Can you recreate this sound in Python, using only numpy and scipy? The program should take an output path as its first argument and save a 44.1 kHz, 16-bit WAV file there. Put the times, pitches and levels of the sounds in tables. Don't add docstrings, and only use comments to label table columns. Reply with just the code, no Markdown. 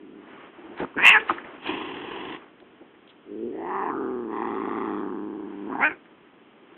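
import sys
import numpy as np
from scipy import signal
from scipy.fft import rfft, irfft, next_fast_len
from scipy.io import wavfile
from scipy.ndimage import uniform_filter1d

SR = 44100
rng = np.random.default_rng(int(sys.argv[2]) if len(sys.argv) > 2 else 0)


def to_wav(sig):
    pcm = np.clip(np.atleast_2d(sig), -1, 1) * 32767
    pcm = np.round(pcm).astype(np.int16)
    wavfile.write(sys.argv[1], SR, pcm.T)


N = 298557
TIME = np.arange(N) / SR


def amp(db):
    return 10 ** (np.asarray(db) / 20)


def evened(x):
    return x / np.sqrt(np.mean(x ** 2) + 1e-20)


def steadied(x, size=1100):
    power = uniform_filter1d(uniform_filter1d(x ** 2, size), size)
    return x / np.sqrt(abs(power) + 1e-14)


def curves(rows):
    s, *columns = np.transpose(rows)
    return [np.interp(TIME, s, c) for c in columns]


def during(rows):
    to_nearest_end = np.minimum(TIME - rows[0][0], rows[-1][0] - TIME)
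    return np.clip(to_nearest_end * 100, 0, 1)


def between(shut, wide, opening):
    return shut + (wide - shut) * opening


def burst(s, rise, decay, hold=0):
    before = (s - TIME) / rise
    after = (TIME - s - hold) / decay
    return np.exp(-np.clip(np.maximum(before, after), 0, 50))


def colour(x, points):
    hz, db = np.transpose(points)
    size = next_fast_len(N + 4096)
    f = np.fft.rfftfreq(size, 1 / SR)
    gain = amp(np.interp(np.log(f + 1), np.log(hz + 1), db))
    return irfft(rfft(x, size) * gain, size)[:N]


def noise():
    return rng.standard_normal(N)


def wander(per_s):
    return evened(np.interp(TIME * per_s, np.arange(N), noise()))


def resonate(x, hz, width):
    turn = np.exp(2j * np.pi * np.cumsum(hz * np.ones(N)) / SR)
    r = np.exp(-np.pi * width / SR)
    smoothed = signal.lfilter([(1 - r) ** 2], [1, -2 * r, r * r], x / turn + 1e-18)
    return 2 * (turn * smoothed).real


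def tract(x, modes, factor=1):
    ringing = sum((-1) ** k * amp(db) * resonate(x, hz * factor, width)
                  for k, (hz, width, db) in enumerate(modes))
    return steadied(ringing)


def folds(pitch, rough, jitter, shimmer, air, puff):
    turns = np.cumsum(pitch) / SR
    early, force = rng.standard_normal((2, 4000))
    turns = turns + jitter * rough * np.interp(turns, np.arange(len(early)), early)
    cycle = np.maximum.accumulate(np.floor(np.maximum(turns, 0)).astype(int))
    slaps = np.diff(cycle, prepend=0) * np.sqrt(SR / pitch)
    puffs = evened(np.exp(-(turns % 1) / puff) * noise())
    strength = np.exp(shimmer * rough * (force[cycle] + cycle % 2 - .5))
    return strength * (1 - rough) * slaps, strength * air * rough * puffs


# f/Hz, gain/dB
FLOOR_SPECTRUM = [(15, -62), (25, -32.5), (134, -13.5), (228, -3), (306, 2), (379, -2.5), (510, -9.5),
                  (644, -11.5), (1030, -12.5), (2450, -18.5), (3170, -18), (4000, -35), (5200, -72.5),
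                  (8800, -120)]


def background_hiss(level_db=-54):
    return amp(level_db) * evened(colour(noise(), FLOOR_SPECTRUM))


def rattling(pitch, rough, rough_drift=.34):
    pitch = pitch * np.exp(.017 * wander(22))
    rough = rough * np.exp(rough_drift * wander(10))
    return folds(pitch, np.clip(rough, .1, .6), jitter=.23, shimmer=.5, air=1.3, puff=.3)


# f/Hz, stage width/Hz, relative level/dB
HEAD = [(204, 73, -8), (331, 169, 7), (418, 160, -4)]


def hum(slaps, puffs, tension):
    ring = tract(slaps + 0.89 * puffs, HEAD, tension)
    ring = colour(ring, [(40, -14), (105, -16.5), (145, -9.5), (185, -0.5), (470, -0.5), (600, -4), (1200, -9.0)])
    rumble = steadied(colour(puffs, [(20, -21.0), (70, 1), (150, 5), (300, -15.5), (800, -50.0)]))
    return ring + amp(-30.0) * rumble


def grumble(pitch_hz=101, rough=.42, level_db=-45, tension=.97, hold_s=.19, decay_s=.125):
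    fade = np.exp(-np.maximum(TIME - hold_s, 0) / decay_s)
    return amp(level_db) * fade * hum(*rattling(pitch_hz, rough), tension)


# t/s, length/s, level/dB
SLIDES = [(0.303, 0.17, -46), (0.555, 0.36, -49.5), (1.197, 0.2, -40.5), (1.446, .1, -43.5),
          (1.621, 0.815, -49.5), (2.497, .62, -63), (5.51, .41, -52.5), (6.099, .6, -62),
          (6.74, .03, -53.5)]
# f/Hz, gain/dB
CLOTH = [(35, -51), (60, -20.5), (85, -31), (147, -21.5), (253, -7.5), (393, -4), (429, -7.5), (559, -13.5),
         (1150, -10), (1390, -13.5), (1780, -15), (3180, -22.5), (4000, -39.5), (5200, -67), (8800, -120)]
# t/s, level/dB, decay/s
THUMPS = [(0.589, -42.5, 0.028), (0.652, -42.5, 0.033), (.711, -41.5, 0.062), (0.805, -27, 0.015),
          (.826, -24.5, .013), (0.843, -30, .006), (1.31, -24.5, 0.017), (1.37, -43.5, .05),
          (1.452, -44, 0.013), (1.696, -35, 0.019), (2.626, -45, .011), (2.819, -43, .018),
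          (6.76, -55.5, .037)]
# f/Hz, gain/dB
PAD = [(18, -60.5), (30, -18.5), (130, -16), (223, -2.5), (288, 0.5), (342, 10.5), (383, 0), (697, -10),
       (900, -7.5), (1170, -40.5), (1980, -120)]


def bedding(slide_rise_s=.082, slide_decay_s=.06, thump_rise=.4):
    slides = [amp(db) * burst(s, slide_rise_s, slide_decay_s, length) for s, length, db in SLIDES]
    speed = np.max(slides, axis=0)
    catches = noise() * amp(1.3 * wander(220))
    slide = speed * evened(colour(catches, CLOTH))
    push = sum(amp(db) * burst(s, thump_rise * decay, decay) for s, db, decay in THUMPS)
    return slide + push * steadied(colour(noise(), PAD))


# t/s, level/dB, rise/s, decay/s, centre f/Hz, width/octaves
SWIPES = [(.778, -42, .0008, .006, 1790, 1), (.803, -32, .017, 0.023, 1060, 0.87),
          (.832, -31, .002, 0.0082, 990, 0.77), (0.848, -30, .002, 0.0029, 900, .56),
          (.946, -40.5, .0026, .005, 1100, .24), (1.202, -34.5, .007, 0.016, 2690, 0.19),
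          (1.293, -32, .01, 0.031, 1870, 0.56), (1.2985, -13, .0021, 0.0034, 1115, 0.32),
          (1.3068, -22, .0007, .0057, 1120, 0.36), (1.373, -39.5, .005, 0.0073, 1100, 0.69),
          (1.385, -26, .0012, 0.0052, 1640, 0.19), (1.449, -39, .0046, .006, 1940, 0.21),
          (1.632, -47, .002, .015, 2000, .9), (1.672, -22, .0005, 0.0056, 2000, 2.8),
          (1.813, -36.5, .004, 0.0075, 1000, 0.25), (2.364, -38.5, .0005, .0016, 2300, 0.39),
          (2.603, -50, .001, .003, 2000, .8), (3.077, -48.5, .001, .003, 3100, .2),
          (3.098, -51, .006, .012, 3100, .25), (6.057, -47, .0008, 0.003, 1298, 0.76)]


def swipes():
    out, size = np.zeros(N), 16384
    hz = np.fft.rfftfreq(size, 1 / SR) + 1
    for s, db, rise, decay, centre, octaves in SWIPES:
        shape = np.exp(-.5 * (np.log2(hz / centre) / octaves) ** 2)
        rush = evened(irfft(rfft(rng.standard_normal(size)) * shape))
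        out += amp(db) * burst(s, rise, decay) * np.resize(rush, N)
    return out


# f/Hz, gain/dB
LIPS = [(20, -17.5), (70, -7), (200, -3.5), (2650, -1.5), (3050, -1), (3500, -10), (4200, -12.5)]


def cry(rows, throat, hum_db=-33.5, hum_lag=.94, closed_s=.037, closed_db=13.5):
    level_db, pitch, rough, jaw = curves(rows)
    drive = sum(folds(pitch, np.clip(rough, 0, .9), jitter=.14, shimmer=.6, air=1.0, puff=.42))
    closed = np.clip((rows[0][0] + closed_s - TIME) / 0.01, 0, 1)
    bands = [(345, 210, hum_lag * (hum_db - level_db) + closed_db * closed)]
    for shut_hz, wide_hz, shut_db, wide_db, width in throat:
        bands.append((between(shut_hz, wide_hz, jaw), width, between(shut_db, wide_db, jaw)))
    sound = sum(amp(db) * steadied(resonate(drive, hz, width), size=600) for hz, width, db in bands)
    return during(rows) * amp(level_db) * steadied(colour(sound, LIPS), size=320)


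# t/s, level/dB, pitch f/Hz, roughness 0-1, jaw opening 0-1
SNARL = [(.95, -48, 129.5, .5, 0), (.968, -29, 139.5, .42, 0), (.987, -22.5, 161.5, .3, .1),
         (1.018, -25, 182.7, .39, .45), (1.055, -10.5, 350.6, .52, .88), (1.088, -8.5, 369.9, .38, 1),
         (1.108, -12.5, 364.3, 0.62, .88), (1.13, -16, 446.6, .3, 0.84), (1.153, -13.5, 427.3, 0.3, 0.32),
         (1.171, -14, 427, 0.2, 0.09), (1.197, -36, 459, .35, .2), (1.228, -36.5, 426, .2, .3),
         (1.255, -63.5, 400, .7, .3)]
# shut f/Hz, wide f/Hz, shut level/dB, wide level/dB, stage width/Hz
SNARL_THROAT = [(1020, 1060, -8, -7, 300), (1560, 2200, -0.5, 0.5, 374), (2040, 2622, -13.5, 5.5, 374)]


def snarl():
    return cry(SNARL, SNARL_THROAT)


HISS_END_S, HISS_RISE_S, HISS_RELEASE_S = 2.35, 0.029, 0.02


def spat(s, peak_db, held_db, settle_s):
    overshoot = np.exp(-np.maximum(TIME - s, 0) / settle_s)
    level = amp(held_db + (peak_db - held_db) * overshoot)
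    return level * burst(s, HISS_RISE_S, HISS_RELEASE_S, HISS_END_S - s)


# f/Hz, stage width/Hz, relative level/dB
HISS_LOW = [(759, 250, 0), (1010, 300, 4), (1997, 860, -2.5)]
# f/Hz, stage width/Hz, relative level/dB
HISS_HIGH = [(2644, 830, 12.5), (3370, 410, 4)]


def hiss(push_s=2.187, push_width_s=.13, push_db=4, waver_db=-1.3, drift=.017):
    rattle_hz = 58 * np.exp(0.19 * wander(20))
    rattle = sum(folds(rattle_hz, .55, jitter=.3, shimmer=0.21, air=2.1, puff=1.0))
    air = noise() * amp(2.7 * wander(160))
    tension = 1 + drift * wander(6)
    rush = spat(1.68, peak_db=-32.5, held_db=-42, settle_s=.12) * tract(air, HISS_LOW, tension)
    rush += spat(1.68, peak_db=-32.5, held_db=-46.5, settle_s=.14) * tract(air, HISS_HIGH, tension)
    push = push_db * np.exp(-((TIME - push_s) / push_width_s) ** 2) + waver_db * wander(9.38)
    throat = steadied(colour(resonate(rattle, 346, 160), LIPS))
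    return amp(push) * rush + spat(1.7, peak_db=-29.5, held_db=-38.5, settle_s=.09) * throat


# t/s, pitch f/Hz
GROWL_PITCH = [(3.26, 99.13), (3.42, 111), (3.49, 122), (3.55, 164.9), (3.62, 169.1), (3.75, 197.3),
               (3.85, 184.4), (3.90, 145.3), (4.0, 135.6), (4.06, 125.6), (4.16, 125), (4.26, 109),
               (4.49, 115.3), (4.57, 108.1), (4.84, 110.9), (4.92, 101.3), (5.12, 101.5), (5.24, 106),
               (5.42, 104.7), (5.57, 96.3), (5.66, 103.2), (5.82, 125.6)]
# t/s, hum level/dB
GROWL_HUM = [(3.24, -54.5), (3.32, -35), (3.39, -33.5), (3.45, -27), (3.51, -33), (3.79, -34), (4.02, -28),
             (4.3, -31.5), (4.5, -30), (4.9, -29), (5.58, -36.5), (5.73, -31), (5.82, -38.5)]
# t/s, opening (0 shut, 1 teeth bared), f/Hz behind the tongue, f/Hz at the front
GROWL_MOUTH = [(3.52, 0.084, 572, 1890), (3.62, 0.56, 810, 1905), (3.73, 0.99, 1082, 1864),
               (3.89, 1.013, 1000, 1730), (3.95, .68, 1255, 1456), (4.27, 0.16, 1090, 1684),
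               (4.33, 0.69, 1038, 1830), (4.43, 0.96, 1010, 1850), (4.52, 0.71, 1140, 1930),
               (4.82, .8, 1130, 1973), (5.05, 0.5, 1120, 1660), (5.26, .15, 1020, 1600),
               (5.65, -.08, 971, 1617), (5.73, 0.83, 985, 1640), (5.79, 0.86, 986, 1659),
               (5.82, 1.27, 1000, 1650)]
# f/Hz, stage width/Hz, relative level/dB
WHEEZE = [(2250, 600, -2), (3294, 450, 0)]
GROWL_ROUGH, RASP_DB, BRIGHT_DB = (.17, .27), (-51, -29), (-62, -39.5)


def growl(tension_start=1.078, slacken_per_s=.055, throat_share=.8, throat_top_hz=826):
    opening, tongue_hz, front_hz = curves(GROWL_MOUTH)
    slaps, puffs = rattling(curves(GROWL_PITCH)[0], between(*GROWL_ROUGH, opening))
    tension = tension_start - slacken_per_s * (TIME - GROWL_PITCH[0][0])
    closed = amp(curves(GROWL_HUM)[0]) * hum(slaps, puffs, tension)
    rasp = slaps + 2.2 * puffs
    throat_hz = np.minimum(throat_share * tongue_hz, throat_top_hz)
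    throat = tract(rasp, [(throat_hz, 260, -3.5), (tongue_hz, 310, 0)])
    edge = tract(rasp + puffs, [(front_hz, 400, 0), (1.45 * front_hz, 600, -18)])
    edge = colour(edge, [(600, -15.0), (1300, -2.5), (4000, -3.5)])
    opened = amp(between(*RASP_DB, opening)) * throat + amp(between(*BRIGHT_DB, opening)) * edge
    wheeze = amp(-59) * burst(4.36, rise=.043, decay=.043, hold=.64) * tract(rasp + puffs, WHEEZE)
    return during(GROWL_HUM) * closed + during(GROWL_MOUTH) * opened + wheeze


# t/s, level/dB, pitch f/Hz, roughness 0-1, jaw opening 0-1
YELP = [(5.775, -54.5, 129, .5, .1), (5.803, -30, 193, 0.56, 0), (5.82, -24, 255.6, 0.3, .05),
        (5.835, -16, 277.7, 0.25, 0.13), (5.85, -17, 306.4, .14, 0.88), (5.876, -21, 307.5, 0.12, 1),
        (5.893, -33.5, 296, 0.72, 0.79), (5.92, -33.5, 303.4, .6, .3), (5.945, -47, 308, .8, .5),
        (5.99, -59, 305, 0.83, .5)]
# shut f/Hz, wide f/Hz, shut level/dB, wide level/dB, stage width/Hz
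YELP_THROAT = [(880, 820, -2.5, -10, 300), (1430, 1620, -1, 0, 320), (1970, 2460, -1, -6.5, 244)]


def yelp():
    return cry(YELP, YELP_THROAT)


def bedroom(x, t60, wet_db):
    t = TIME[:SR // 2]
    hits = (rng.random(len(t)) < 2000 / SR) * (t > .004)
    taps = rng.standard_normal(len(t)) * hits * amp(-60 * t / t60)
    return x + amp(wet_db) * signal.fftconvolve(x, taps / np.linalg.norm(taps))[:N]


def scene():
    floor = background_hiss()
    cat = grumble() + snarl() + hiss() + growl() + yelp()
    return (bedroom(cat + bedding() + swipes(), t60=0.24, wet_db=-18.0) + floor)[None]


# f/Hz, gain/dB
CAMERA = [(20, -1), (3350, 0), (3600, -3), (4000, -5), (4400, -33.5), (4800, -73)]


def record(dry):
    clipped = np.clip(colour(dry[0], CAMERA), -.72, .72)
    band_limit = signal.firwin(511, 15757, window=("kaiser", 9), fs=SR)  # low-pass, edge in Hz
    return signal.oaconvolve(clipped, band_limit, "same")[None]


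dry = scene()
out = record(dry)
to_wav(out)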